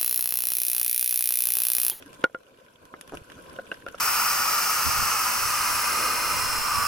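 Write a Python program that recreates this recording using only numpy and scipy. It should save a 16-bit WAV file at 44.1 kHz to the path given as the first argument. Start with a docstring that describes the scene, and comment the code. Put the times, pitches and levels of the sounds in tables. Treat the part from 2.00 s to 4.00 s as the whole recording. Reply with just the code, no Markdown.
"""A low wash and a fine crackle open the scene and run throughout: the open sea inside an underwater camera housing.
The wash is filtered noise; the crackle, likely snapping shrimp, is a random train of resonant noise bursts.
Sharp nearer snaps are single decaying bursts, and soft low bumps of water are sines under bell-shaped envelopes.
Knocks on the handled housing excite its decaying modes with a gritty thud; a rub is a quickening train of slips.
The sea sounds quieter for a while after the hardest knock."""
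import sys
import numpy as np
from scipy import signal
from scipy.io import wavfile
from scipy.ndimage import uniform_filter1d

SR = 44100
rng = np.random.default_rng(int(sys.argv[2]) if len(sys.argv) > 2 else 0)


def digitize_waveform(pressure):
    """Quantize a signal to 16-bit integers and store it at the path in sys.argv[1].

    Rows of a 2-D input are taken as channels; values are limited to [-1, 1].
    """
    field = np.atleast_2d(pressure).T
    bounded = np.clip(field, -1, 1)
    quanta = np.round(bounded * 32767).astype(np.int16)
    wavfile.write(sys.argv[1], SR, quanta)


N = 88200

# Spectrum of near and far snaps: f/Hz, relative level/dB
SNAP_SPECTRUM = [(200, 4.5), (600, 2), (1050, 6.5), (1550, 14.5), (2100, 4), (2750, 9), (3450, 7),
                 (4000, -4), (5700, 0), (7800, -7.5), (10700, 1.5), (13300, -9), (16000, -27)]


def amp(db):
    """Level definition: an amplitude ratio is ten to the power of level/20."""
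    return 10 ** (np.asarray(db) / 20)


def unit(x):
    """Normalisation: scales a signal to an rms value of 1."""
    return x / np.sqrt(np.mean(x ** 2) + 1e-20)


def read(points, hz):
    """Linear interpolation of a spectrum table along a logarithmic frequency axis."""
    f, value = np.transpose(points)
    return np.interp(np.log(hz + 1), np.log(f + 1), value)


def add(mix, s, sound):
    """Superposition: adds a stereo sound to the mix from time s, cut at the end of the mix."""
    part = mix[:, round(s * SR):][:, :sound.shape[1]]
    part += sound[:, :part.shape[1]]


def colour(x, points, size=2048):
    """Minimum-phase filtering: the Hilbert transform of log gain gives a causal response, here of unit energy."""
    hz = abs(np.fft.fftfreq(2 * size, 1 / SR))
    log_gain = np.log(amp(read(points, hz)))
    taps = np.fft.ifft(np.exp(np.conj(signal.hilbert(log_gain)))).real[:size]
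    taps /= np.linalg.norm(taps)
    return signal.fftconvolve(x, taps[None], axes=1)[:, :x.shape[1]]


def lowpass(x, hz):
    """Second-order Butterworth low-pass: attenuation tends to 12 dB per octave above the cut-off."""
    return signal.sosfilt(signal.butter(2, hz, fs=SR, output="sos"), x)


def decay(t, t60):
    """Exponential damping: amplitude falls by 60 dB in each t60."""
    return np.exp(-np.log(1000) * t / t60)


def wall_partials(t, sides, partials_hz):
    """Modal superposition: many faint, equally damped partials of walls and fittings roughen the ring."""
    level_db, t60_s = -20, 0.067
    partials = 0
    for hz in partials_hz:
        cycles = hz * t + rng.random() + sides * rng.random() / 2
        partials = partials + np.sin(2 * np.pi * cycles) / np.sqrt(hz)
    return amp(level_db) * unit(partials) * decay(t, t60_s)


def housing_ring(t, sides, ring_hz, length, low_db, top_db):
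    """Damped modal vibration: the grip sets the main mode's pitch, raises the two lowest and damps them all."""
    # Modes of the housing: f/Hz, level/dB, undamped-by-grip t60/s, phase between channels/rad
    modes = [(515.4, -10.5, 0.065, 0.45), (673, -16.5, 0.052, 0.44), (1054, -11, 0.057, 3.25),
             (1428, 0, 0.051, 0.16), (2732, -11, 0.019, 0.86)]
    grip_stiffens = 0.09  # largest fractional rise of the two lowest modes
    main = np.argmax([mode[1] for mode in modes])
    ring = 0
    for k, (hz, mode_db, t60, phase) in enumerate(modes):
        if k < 2:
            hz = hz * (1 + grip_stiffens * (1 - length))
        if k == main:
            hz = ring_hz
        swing = (-1) ** k * np.sin(2 * np.pi * hz * t + sides * phase)
        level_db = mode_db + low_db * (k < 2) + top_db * (k == len(modes) - 1)
        ring = ring + amp(level_db) * decay(t, t60 * length) * swing
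    return ring


def contact_force(contact, rise_s):
    """Impulsive excitation: an impulse at contact, with high-passed noise grit that swells and dies around it."""
    grit_db, grit_s, grit_above_hz = 6.5, 0.0023, 640
    time_constant = np.where(contact < rise_s, rise_s, grit_s)
    envelope = np.exp(-abs(contact - rise_s) / time_constant)
    grit = envelope * rng.standard_normal((2, len(contact))) / np.sqrt(grit_s * SR * 2)
    grit = signal.sosfilt(signal.butter(2, grit_above_hz, "high", fs=SR, output="sos"), grit)
    return (contact == 0) + amp(grit_db) * grit


def knocks(size=6000, count=40):
    """Impact excitation: each blow on the housing makes a gritty thud and rings its damped modes."""
    # Blows: t/s, level/dB, main mode f/Hz, ring length as a share of full t60,
    # two lowest modes' offset/dB, top mode's offset/dB, thud offset/dB, thud cut-off f/Hz
    blows = [(0.2405, -4, 1436, 0.85, -4, -6, 2.5, 4360), (0.297, -43, 1520, 0.31, 13, -7, -6, 2500),
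             (0.3467, -21.5, 1410, 1.0, 0.5, -6.5, 2, 3400),
             (0.9391, -18.5, 1300, 0.17, -10, -1, -6.5, 2300),
             (1.5873, -22.5, 1494, 0.5, 6.5, -14, -4, 2420), (1.5929, -27, 1497, 0.56, 11.5, 2, -28, 2200),
             (1.7156, -16.5, 1544, 0.53, -3, 12.5, -7, 5100), (1.7217, -26.5, 1563, 0.62, 3, 11, 3.5, 3930),
             (1.8644, -22.5, 1408, 0.64, 3, 4, -5, 4040), (1.8773, -27.5, 1446, 0.41, 3, 3, -4, 3000),
             (1.9445, -23, 1350, 0.34, 7, 4, -37, 2000)]
    # Thud spectrum: f/Hz, relative level/dB
    thud_spectrum = [(30, -9), (120, 2.5), (280, 11.5), (470, 13.5), (700, -4), (1600, 2), (2400, -2.5),
                     (5000, -12), (12300, 6.5), (13500, -0.5)]
    ring_rise_s, thud_base_db = 0.0013, 12.5
    graze_s = 0.004  # each blow grazes the housing just before it lands
    low_hz, high_hz = 300, 2300  # range of the wall partials
    out, sides = np.zeros((2, N)), np.array([[.5], [-.5]])
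    contact = (np.arange(size) - round(graze_s * SR)) / SR
    t = np.maximum(contact, 0)
    partials_hz = low_hz + (high_hz - low_hz) * (np.arange(count) + rng.random(count)) / count
    for s, db, ring_hz, length, low_db, top_db, thud_db, cut_hz in blows:
        ring = wall_partials(t, sides, partials_hz)
        ring = ring + housing_ring(t, sides, ring_hz, length, low_db, top_db)
        ring *= 1 - np.exp(-t / ring_rise_s)
        thud = colour(contact_force(contact, ring_rise_s), thud_spectrum)
        thud = lowpass(lowpass(thud, cut_hz), cut_hz)
        add(out, s - graze_s, amp(db) * (ring + amp(thud_base_db + thud_db) * thud))
    return out


def rub(count=24, size=2048):
    """Stick-slip friction: a grip slips ever faster, each slip ringing a little higher or lower as it shifts."""
    # Slip spectrum: f/Hz, relative level/dB
    slip_spectrum = [(40, -5.5), (260, -2), (380, 12.5), (490, -4), (650, 6.5), (850, -8.5), (1400, -4),
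                     (2100, -32), (7000, -30), (15000, -65)]
    start_s, end_s = 1.1228, 1.152
    first_per_s, last_per_s, jitter = 165, 340, 0.12  # jitter: spread of the log interval
    level_db, spread_db, detune = -36, 2.5, 0.12  # level at the last slip rate; detune: spread of log pitch
    out, s, taps = np.zeros((2, N)), start_s, np.arange(size)
    slip = colour(signal.unit_impulse(size)[None], slip_spectrum)[0]
    for late, strong, shared_tune, side_tune in rng.standard_normal((count, 4)):
        if s < end_s:
            pitches = np.exp(detune * (shared_tune + np.array([.5, -.5]) * side_tune))
            # Reading the slip faster or slower shifts its pitch
            shifted = np.array([np.interp(taps * pitch, taps, slip, right=0) for pitch in pitches])
            add(out, s, amp(spread_db * strong) * shifted)
        slips_per_s = np.interp(s, [start_s, end_s], [first_per_s, last_per_s])
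        s += np.exp(jitter * late) / slips_per_s
    return amp(level_db) * np.sqrt(SR / last_per_s) * out


def bumps():
    """Gaussian wave packets: water nudges the housing in a few low cycles that swell and fade."""
    # Bumps: t/s (centre), f/Hz, peak level/dB, time from peak to 1/e in s
    nudges = [(0.068, 284, -45, 0.012), (0.199, 285, -45, 0.0084), (1.167, 54.7, -44, 0.012),
              (1.219, 78, -38, 0.0033), (1.39, 300, -44, 0.0063), (1.468, 513, -47, 0.014)]
    t = np.arange(N) / SR
    out = np.zeros(N)
    for s, hz, db, length in nudges:
        envelope = np.exp(-((t - s) / length) ** 2)
        out += amp(db) * envelope * np.sin(2 * np.pi * (hz * (t - s) + rng.random()))
    return out


def snap_burst(decay_s, size=1500):
    """Scattering in the housing: a brief noise burst and a faint longer tail, independent in each channel."""
    tail_s, tail_db = 0.0096, -13
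    t = np.arange(size) / SR
    envelope = np.exp(-t / decay_s) + amp(tail_db) * np.exp(-t / tail_s)
    return rng.standard_normal((2, size)) * envelope


def snaps(body_hz=4000):
    """Impulsive noise: near snaps share a spectrum, made thin or full by the gain of the band below body_hz."""
    # Near snaps: t/s, level before the common gain/dB, gain of the body/dB
    near_snaps = [(0.0241, -44, 7.5), (0.0606, -43, -9), (0.1301, -42.5, -5), (0.2399, -34, 5),
                  (0.8533, -44.5, -3.5), (1.0112, -31, -8), (1.0764, -41, -3), (1.095, -46, 6),
                  (1.1512, -38.5, -26), (1.172, -41.5, 8), (1.3, -45.5, 5), (1.3191, -43, 3.5),
                  (1.563, -49, 9.5), (1.8642, -49, 11.5), (1.8852, -42, 9), (1.9839, -39.5, -1)]
    decay_s, common_db = 0.0017, 2
    out = np.zeros((2, N))
    for s, db, body_db in near_snaps:
        burst = colour(snap_burst(decay_s), SNAP_SPECTRUM)
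        # Filtering forwards and backwards leaves the body in phase with the burst
        body = lowpass(lowpass(burst, body_hz)[:, ::-1], body_hz)[:, ::-1]
        add(out, s, amp(db + common_db) * (burst + (amp(body_db) - 1) * body))
    return out


def crackle(count=24):
    """Shot noise: countless far snaps of random size and pitch, their sizes swelling in clumps."""
    snaps_per_s, size_spread_db = 650, 4.2
    clumps_per_s, clump_db = 60, 2.8
    far_decay_s, peak_q, peak_db = 0.002, 8, 17
    sizes = amp(size_spread_db * np.minimum(rng.exponential(1, N), 4.5))
    sizes *= rng.random(N) < snaps_per_s / SR
    kind = rng.integers(0, count, N)
    clumps = np.interp(np.arange(N) / SR * clumps_per_s, np.arange(N), rng.standard_normal(N))
    sizes *= amp(clump_db * clumps)
    out = np.zeros((2, N))
    for k, hz in enumerate(np.geomspace(1000, 12000, count)):
        grain = snap_burst(far_decay_s)
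        resonance = signal.lfilter(*signal.iirpeak(hz, peak_q, fs=SR), grain)
        grain = grain + amp(peak_db) * resonance
        out += signal.oaconvolve((sizes * (kind == k))[None], grain, axes=1)[:, :N]
    return unit(colour(out, SNAP_SPECTRUM))


def wash(level_db):
    """Partially coherent filtered noise: distant sea, coloured by the housing, in drifting patches."""
    # Wash spectrum: f/Hz, relative level/dB
    wash_spectrum = [(25, -8), (290, 2.5), (380, 0), (520, 6), (860, -13), (1030, 5), (1200, -13.5),
                     (1540, 0.5), (1750, -33), (2400, -13), (3900, -19), (7800, -23.5), (13000, -23.5),
                     (16000, -39)]
    # Left-right coherence: f/Hz, coherence (1 alike, negative opposed)
    coherence = [(40, 0.83), (400, 0.61), (950, -0.3), (2400, 0.52), (6000, -0.022)]
    patch_db, flicker_db = 2.5, 1.5
    swirl_below_hz, swirl_follow = 380, 0.5  # the bass swells more than the rest of the wash
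    hop = 256
    hz = np.fft.rfftfreq(1024, 1 / SR)
    a, b, c, d, patches = rng.standard_normal((N // hop + 5, len(hz), 5)).T
    patches = uniform_filter1d(patches, size=10, axis=0)  # over frequency
    patches = unit(uniform_filter1d(patches, size=6, axis=1))  # over time
    same = read(coherence, hz)[:, None]
    left, other = a + 1j * b, c + 1j * d
    z = np.array([left, same * left + np.sqrt(1 - same ** 2) * other])
    frames = a.shape[1]
    swell = np.interp(np.arange(frames) * hop, np.arange(N), level_db - level_db.mean())
    swirl = swirl_follow * (hz < swirl_below_hz)[:, None] * swell
    flicker = flicker_db * rng.standard_normal(frames)  # all frequencies together
    z *= amp(read(wash_spectrum, hz)[:, None] + swirl + patch_db * patches + flicker)
    noise = signal.istft(z, nperseg=1024, noverlap=1024 - hop)[1][:, :N]
    return amp(level_db) * unit(noise)


def sea_level():
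    """Amplitude modulation: interpolates the levels of the wash and the crackle over time, in dB."""
    # Sea: t/s, wash level/dB, crackle level before the gain in scene()/dB
    sea_points = [(0, -51.5, -60.5), (0.232, -49, -56), (0.29, -58.5, -75.5), (0.38, -57, -65),
                  (0.75, -56, -63.5), (0.98, -52.5, -68), (1.06, -54, -60), (1.15, -46.5, -55),
                  (1.23, -52, -58), (1.47, -47.5, -55), (1.56, -48.5, -56.5), (1.63, -50.5, -60.5),
                  (1.74, -50, -53.5), (1.83, -51.5, -60.5), (1.9, -50.5, -62), (2.0, -49.5, -48.5)]
    s, *levels = np.transpose(sea_points)
    return [np.interp(np.arange(N) / SR, s, db) for db in levels]


def scene():
    """Linear superposition of the sea, its snaps and the handled housing."""
    crackle_gain_db = 1
    wash_db, crackle_db = sea_level()
    sea = wash(wash_db) + amp(crackle_db + crackle_gain_db) * crackle()
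    return sea + snaps() + knocks() + rub() + bumps()


def record(dry):
    """Saturation and band limiting: tanh softly compresses the peaks, then a low-pass removes the top."""
    overload, edge_hz = 0.46, 16000  # overload: amplitude that saturation approaches
    pressed = overload * np.tanh(dry / overload)
    taps = signal.firwin(255, edge_hz, window=("kaiser", 9), fs=SR)
    return signal.oaconvolve(pressed, taps[None], "same")


dry = scene()
out = record(dry)
digitize_waveform(out)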